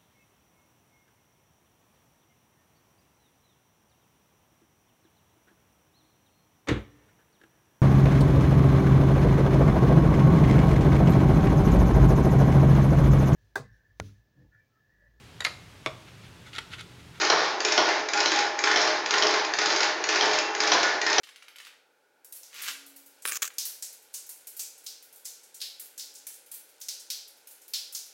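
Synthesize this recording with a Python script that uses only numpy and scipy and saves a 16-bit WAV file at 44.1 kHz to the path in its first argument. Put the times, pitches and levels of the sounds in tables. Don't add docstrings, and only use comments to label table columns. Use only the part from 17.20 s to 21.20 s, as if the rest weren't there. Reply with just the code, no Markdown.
import sys
import numpy as np
from scipy import signal
from scipy.fft import rfft, irfft
from scipy.io import wavfile
from scipy.ndimage import uniform_filter1d

SR = 44100
rng = np.random.default_rng(int(sys.argv[2]) if len(sys.argv) > 2 else 0)


def waveform_to_disk(signal):
    frames = np.transpose(np.atleast_2d(signal))
    scaled = np.clip(frames, -1, 1) * 32767
    samples = np.round(scaled).astype(np.int16)
    wavfile.write(sys.argv[1], SR, samples)


N = 176400
LEAD_S = .4
TIME = np.arange(-int(LEAD_S * SR), N) / SR

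# start_s, relative_clack_db, relative_rattle_db
STROKES = [(-.08, -13, 3), (0.404, -24, 1.5), (0.8864, -25.5, 1), (1.3895, -23.5, 2), (1.86, -24, 2),
           (2.3368, -23, 3), (2.8394, -23, 2.5), (3.3495, -26.5, 2.5), (3.8148, -20.5, 3.5)]


def undb(db):
    return 10 ** (np.asarray(db) / 20)


def unit(x):
    return x / np.sqrt(np.mean(x ** 2))


def noise():
    return rng.standard_normal(len(TIME))


def wander(step_s):
    knots = np.arange(TIME[0], TIME[-1] + step_s, step_s)
    return unit(np.interp(TIME, knots, rng.standard_normal(len(knots))))


def ring(x, impulse):
    return signal.fftconvolve(x, impulse / np.linalg.norm(impulse))[:len(x)]


def lookup(hz, points):
    frequencies, values = np.array(points, float).T
    return np.interp(np.log(np.maximum(hz, 1)), np.log(frequencies), values)


def response(spectrum, size=4096):
    gain = undb(lookup(np.fft.rfftfreq(size, 1 / SR), spectrum))
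    cepstrum = irfft(np.log(gain))
    cepstrum[1:size // 2] *= 2
    cepstrum[size // 2 + 1:] = 0
    return irfft(np.exp(rfft(cepstrum)))


def fade(t, t60):
    return (t >= 0) * np.exp(-np.log(1000) * np.maximum(t, 0) / t60)


def knocks(starts_s, levels_db, spectrum, t60_s, rise_s=3e-4):
    power = np.zeros(len(TIME))
    for start, db, decay in np.broadcast(starts_s, levels_db, t60_s):
        span = slice(*np.searchsorted(TIME, [start, start + 2 * decay]))
        age = TIME[span] - start
        envelope = undb(db) * fade(age, decay) * (1 - np.exp(-age / rise_s))
        power[span] += envelope ** 2
    return ring(np.sqrt(power) * noise(), response(spectrum))


def drive():
    # frequency_hz, relative_db
    spectrum = [(40, -60), (80, -46), (160, -25), (230, -23), (320, -5), (420, -4), (520, -8), (640, -3),
                (850, -2), (1250, -8), (1800, -7), (3000, -16), (5000, -17), (6700, -22), (8000, -36)]
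    rumble_db, flutter_db, hum_hz, hum_db = -34.5, 1.5, 162, -69.5
    flutter = unit(uniform_filter1d(uniform_filter1d(noise(), size=1200), size=1200))
    rumble = ring(noise(), response(spectrum)) * undb(rumble_db + flutter_db * flutter)
    hum = undb(hum_db) * np.sqrt(2) * np.sin(2 * np.pi * hum_hz * TIME)
    return rumble + hum


def crank():
    # frequency_hz, relative_db
    spectrum = [(100, -42.5), (500, -17), (1200, -5), (1700, 3.5), (2300, -1), (3400, -5), (4700, -1),
                (5300, -3.5), (5900, -1.5), (6700, -2.5), (8000, -20.5)]
    start_s, clack_db, _ = np.array(STROKES).T
    return knocks(start_s, clack_db + 5, spectrum, t60_s=0.029)


def rattle():
    # frequency_hz, relative_db
    spectrum = [(60, -61.5), (160, -17), (260, -28.5), (330, -2), (520, -6.5), (850, 0.5), (1200, 0),
                (1850, 1), (2400, -6), (2950, -8), (3900, -4.5), (5100, -2), (6600, -11.5), (8000, -21)]
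    level_db, contacts_per_s, spread_db = -32.5, 900, -3
    delay_s, rise_s, hold_s, fall_s = 0.016, 0.066, 0.23, 0.13
    corners = np.cumsum([delay_s, rise_s, hold_s, fall_s])
    motion = sum(undb(db) * np.interp(TIME - start, corners, [0, 1, 1, 0]) for start, _, db in STROKES)
    sizes = undb(spread_db * np.minimum(rng.exponential(size=len(TIME)), 4))
    contacts = (rng.random(len(TIME)) < contacts_per_s / SR) * sizes
    energy_decay = fade(np.arange(SR // 20) / SR, t60=0.0086)
    chatter = np.sqrt(np.abs(ring(contacts ** 2, energy_decay)))
    return undb(level_db) * ring(unit(chatter * noise()) * motion, response(spectrum))


def linkage():
    # start_s, relative_bright_db, relative_dull_db
    clanks = [(0.014, -21, -20.5), (0.049, -22.5, -39.5), (0.4488, -18, -23), (0.4832, -27, -23),
              (0.5208, -17.5, -28), (0.6878, -29.5, -19.5), (0.934, -24, -18), (0.9734, -24.5, -34),
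              (1.003, -20, -33), (1.036, -28.5, -29.5), (1.075, -30, -43), (1.1178, -20.5, -18.5),
              (1.1594, -21, -29.5), (1.1881, -24.5, -18), (1.4387, -20, -17), (1.472, -32.5, -17.5),
              (1.513, -31, -15), (1.6152, -20, -30), (1.648, -31, -32), (1.674, -28, -21),
              (1.9067, -20, -24.5), (1.9383, -35.5, -16), (1.981, -20.5, -35.5), (2.0685, -20, -40.5),
              (2.1087, -27, -45.5), (2.138, -26.5, -19), (2.2479, -28.5, -34.5), (2.3861, -21, -18),
              (2.416, -27.5, -25), (2.458, -20.5, -22), (2.5224, -25.5, -35), (2.5615, -21, -29),
              (2.6044, -22.5, -23), (2.631, -21, -25), (2.8886, -20.5, -20.5), (2.9256, -30.5, -21),
              (2.958, -22.5, -19.5), (3.057, -24, -28.5), (3.132, -23.5, -28), (3.1858, -20.5, -33.5),
              (3.403, -20.5, -26.5), (3.435, -26, -20), (3.4733, -22, -34), (3.533, -21.5, -39.5),
              (3.6306, -21, -25), (3.8643, -22.5, -21), (3.8984, -25.5, -22), (3.9284, -20, -33)]
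    # frequency_hz, relative_db
    bright_spectrum = [(100, -41), (300, -7), (800, -16), (1800, -11.5), (2400, 4.5), (2950, -4),
                       (4200, -2.5), (5200, 3.5), (6000, -4), (6800, 0), (8000, -16.5)]
    # frequency_hz, relative_db
    dull_spectrum = [(60, -41), (150, -27), (330, -7), (520, -2.5), (900, 1.5), (1800, 5.5), (2600, -1),
                     (4000, -5.5), (8000, -12)]
    start_s, bright_db, dull_db = np.array(clanks).T
    bright = knocks(start_s, bright_db + 3, bright_spectrum, t60_s=0.043)
    dull = knocks(start_s, dull_db - 0.5, dull_spectrum, t60_s=0.054)
    return bright + dull


def ram():
    # start_s, relative_crack_db, crack_t60_s, relative_body_db, relative_thud_db
    blows = [(0.0995, -3.5, 0.044, -3.5, -14), (0.122, -24, 0.03, -2.5, -13.5),
             (0.5767, -5, 0.058, 1.5, -13.5), (1.058, -2.5, .025, -9, -34.5),
             (1.5589, -3.5, 0.033, -13, -27.5), (1.572, -8, 0.027, -10.5, -26.5),
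             (1.604, -13.5, 0.024, -14, -23), (2.023, -5, 0.032, -7.5, -20.5),
             (2.034, -9, 0.022, -5, -30.5), (2.502, -8, 0.03, -10, -33.5), (3.0094, -6, .025, -16.5, -17),
             (3.024, -14.5, 0.066, -3.5, -20), (3.5178, -3, 0.05, -4, -16), (3.545, -21.5, .04, -7, -16),
             (3.982, -2, .04, -4.5, -16)]
    # frequency_hz, relative_db
    crack_spectrum = [(100, -28.5), (300, -10), (700, -4), (1300, -8.5), (2000, 2.5), (2750, 0),
                      (3200, 6.5), (3550, -2), (4100, 4.5), (4600, -2.5), (5150, 1), (5600, 4), (6100, -4),
                      (8000, -21.5)]
    # frequency_hz, relative_db
    thud_spectrum = [(100, -46.5), (180, -24), (270, -9), (400, -8.5), (650, 6), (850, 3), (1150, 0.5),
                     (1600, -5), (3000, -24), (8000, -40.5)]
    # frequency_hz, relative_db
    body_spectrum = [(50, -46.5), (110, -37), (170, -9), (250, -7.5), (330, 5), (520, 2.5), (750, 0),
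                     (1300, -1.5), (2200, -25), (4000, -24), (8000, -38.5)]
    start_s, crack_db, crack_t60_s, body_db, thud_db = np.array(blows).T
    crack = knocks(start_s, crack_db - 8.5, crack_spectrum, crack_t60_s)
    thud = knocks(start_s, thud_db, thud_spectrum, t60_s=.07, rise_s=.003)
    body = knocks(start_s, body_db - 20.5, body_spectrum, t60_s=0.15, rise_s=.007)
    return crack + thud + body


def pings():
    # start_s, pitch_hz, level_db, t60_s
    strikes = [(.1, 1735, -33, .8), (.405, 4980, -39, .17), (.577, 1457, -30, .55), (.69, 822, -36, .6),
               (.887, 4980, -37, .2), (.936, 1390, -28, .35), (.95, 822, -26.5, .35),
               (.972, 1457, -29.5, .5), (1.074, 5450, -29, .15), (1.15, 822, -29, 1.6),
               (1.474, 1457, -27.5, .5), (1.573, 428, -29, .35), (1.674, 618, -32, .5),
               (1.977, 5130, -30, .35), (2.036, 615, -32, .6), (2.036, 428, -32, .5),
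               (2.247, 4980, -32, .15), (2.249, 822, -31.5, .9), (2.416, 822, -29, .6),
               (2.416, 1457, -31, 1), (2.63, 822, -32, .9), (2.891, 2760, -37, .8), (3.01, 5060, -30, .3),
               (3.061, 428, -27.5, .5), (3.09, 618, -31, 2.6), (3.189, 2700, -35.5, .8),
               (3.189, 4920, -41, .45), (3.434, 1735, -33, .7), (3.52, 428, -28, .4),
               (3.633, 1735, -32, .6), (3.633, 1457, -31, .6), (3.815, 1916, -32, .9),
               (3.865, 1830, -29, .7), (3.865, 1735, -32, .9)]
    rise_s, side_gain = .003, .4
    out = np.zeros(len(TIME))
    for start, hz, db, t60 in strikes:
        span = slice(*np.searchsorted(TIME, [start, start + t60]))
        age = TIME[span] - start
        nominal_split_hz = 5 * (hz / 1e3) ** 1.5
        below, above = nominal_split_hz / hz * rng.uniform(0.42, 2, 2)
        phase = 2 * np.pi * hz * age
        side_modes = np.cos(phase * (1 - below)) - np.cos(phase * (1 + above))
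        envelope = undb(db) * (1 - np.exp(-age / rise_s)) * fade(age, t60)
        out[span] += envelope * (np.sin(phase) + side_gain * side_modes)
    return out


def frame(force):
    # pitch_hz, level_db, t60_s, drift_hz
    modes = [(312, -47.5, .4, 5), (337, -48.5, .6, 4), (380, -44.5, .35, 6), (427, -40.5, .3, 4),
             (618, -42.5, 1.2, 2), (822, -40, 1.2, 2), (893, -43, .4, 3), (1053, -44.5, .6, 3),
             (1390, -46, .3, 8), (1457, -43, .8, 2), (1735, -43, .8, 2), (1828, -46.5, .3, 6),
             (2374, -49, .7, 3)]
    sway_db, sway_s = 3, .07
    out = 0
    for hz, db, t60, drift_hz in modes:
        retained = np.exp(-2 * np.log(1000) / (t60 * SR))
        energy = signal.lfilter([1 - retained], [1, -retained], force ** 2)
        phase = 2 * np.pi * np.cumsum(hz + drift_hz * wander(sway_s)) / SR
        amplitude = np.sqrt(energy) * undb(sway_db * wander(sway_s))
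        out = out + undb(db) * unit(amplitude * np.sin(phase))
    return out


def room(x):
    # centre_hz, t60_s
    bands = [(200, .7), (700, .8), (1800, .68), (3500, .52), (7000, .4)]
    level_db, wall_delay_s, build_s = -1, 0.0034, 0.0067
    t = np.arange(SR) / SR
    spectrum, hz = rfft(rng.standard_normal(SR)), np.fft.rfftfreq(SR, 1 / SR)
    tail = 0
    for centre, t60 in bands:
        share = lookup(hz, [(f, f == centre) for f, _ in bands])
        tail = tail + irfft(spectrum * share) * fade(t, t60)
    onset = np.clip((t - wall_delay_s) / build_s, 0, 1)
    return undb(level_db) * ring(x, tail * onset)


def scene():
    parts = [linkage(), ram(), rattle()]
    force = sum(parts) + drive()
    clacks = crank()
    echoes = sum(room(part) for part in parts + [clacks])
    return (force + clacks + pings() + frame(force) + echoes)[None, -N:]


def record(dry):
    # frequency_hz, gain_db
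    microphone = [(30, -34.5), (90, -4), (200, -0.5), (6500, 0), (7100, -4), (7500, -10), (8000, -16.5),
                  (9000, -28.5)]
    cutoff_hz = 9000
    heard = signal.fftconvolve(np.tanh(dry), response(microphone)[None])[:, :N]
    return signal.sosfilt(signal.ellip(8, .2, 70, cutoff_hz, fs=SR, output="sos"), heard)


dry = scene()
out = record(dry)
waveform_to_disk(out)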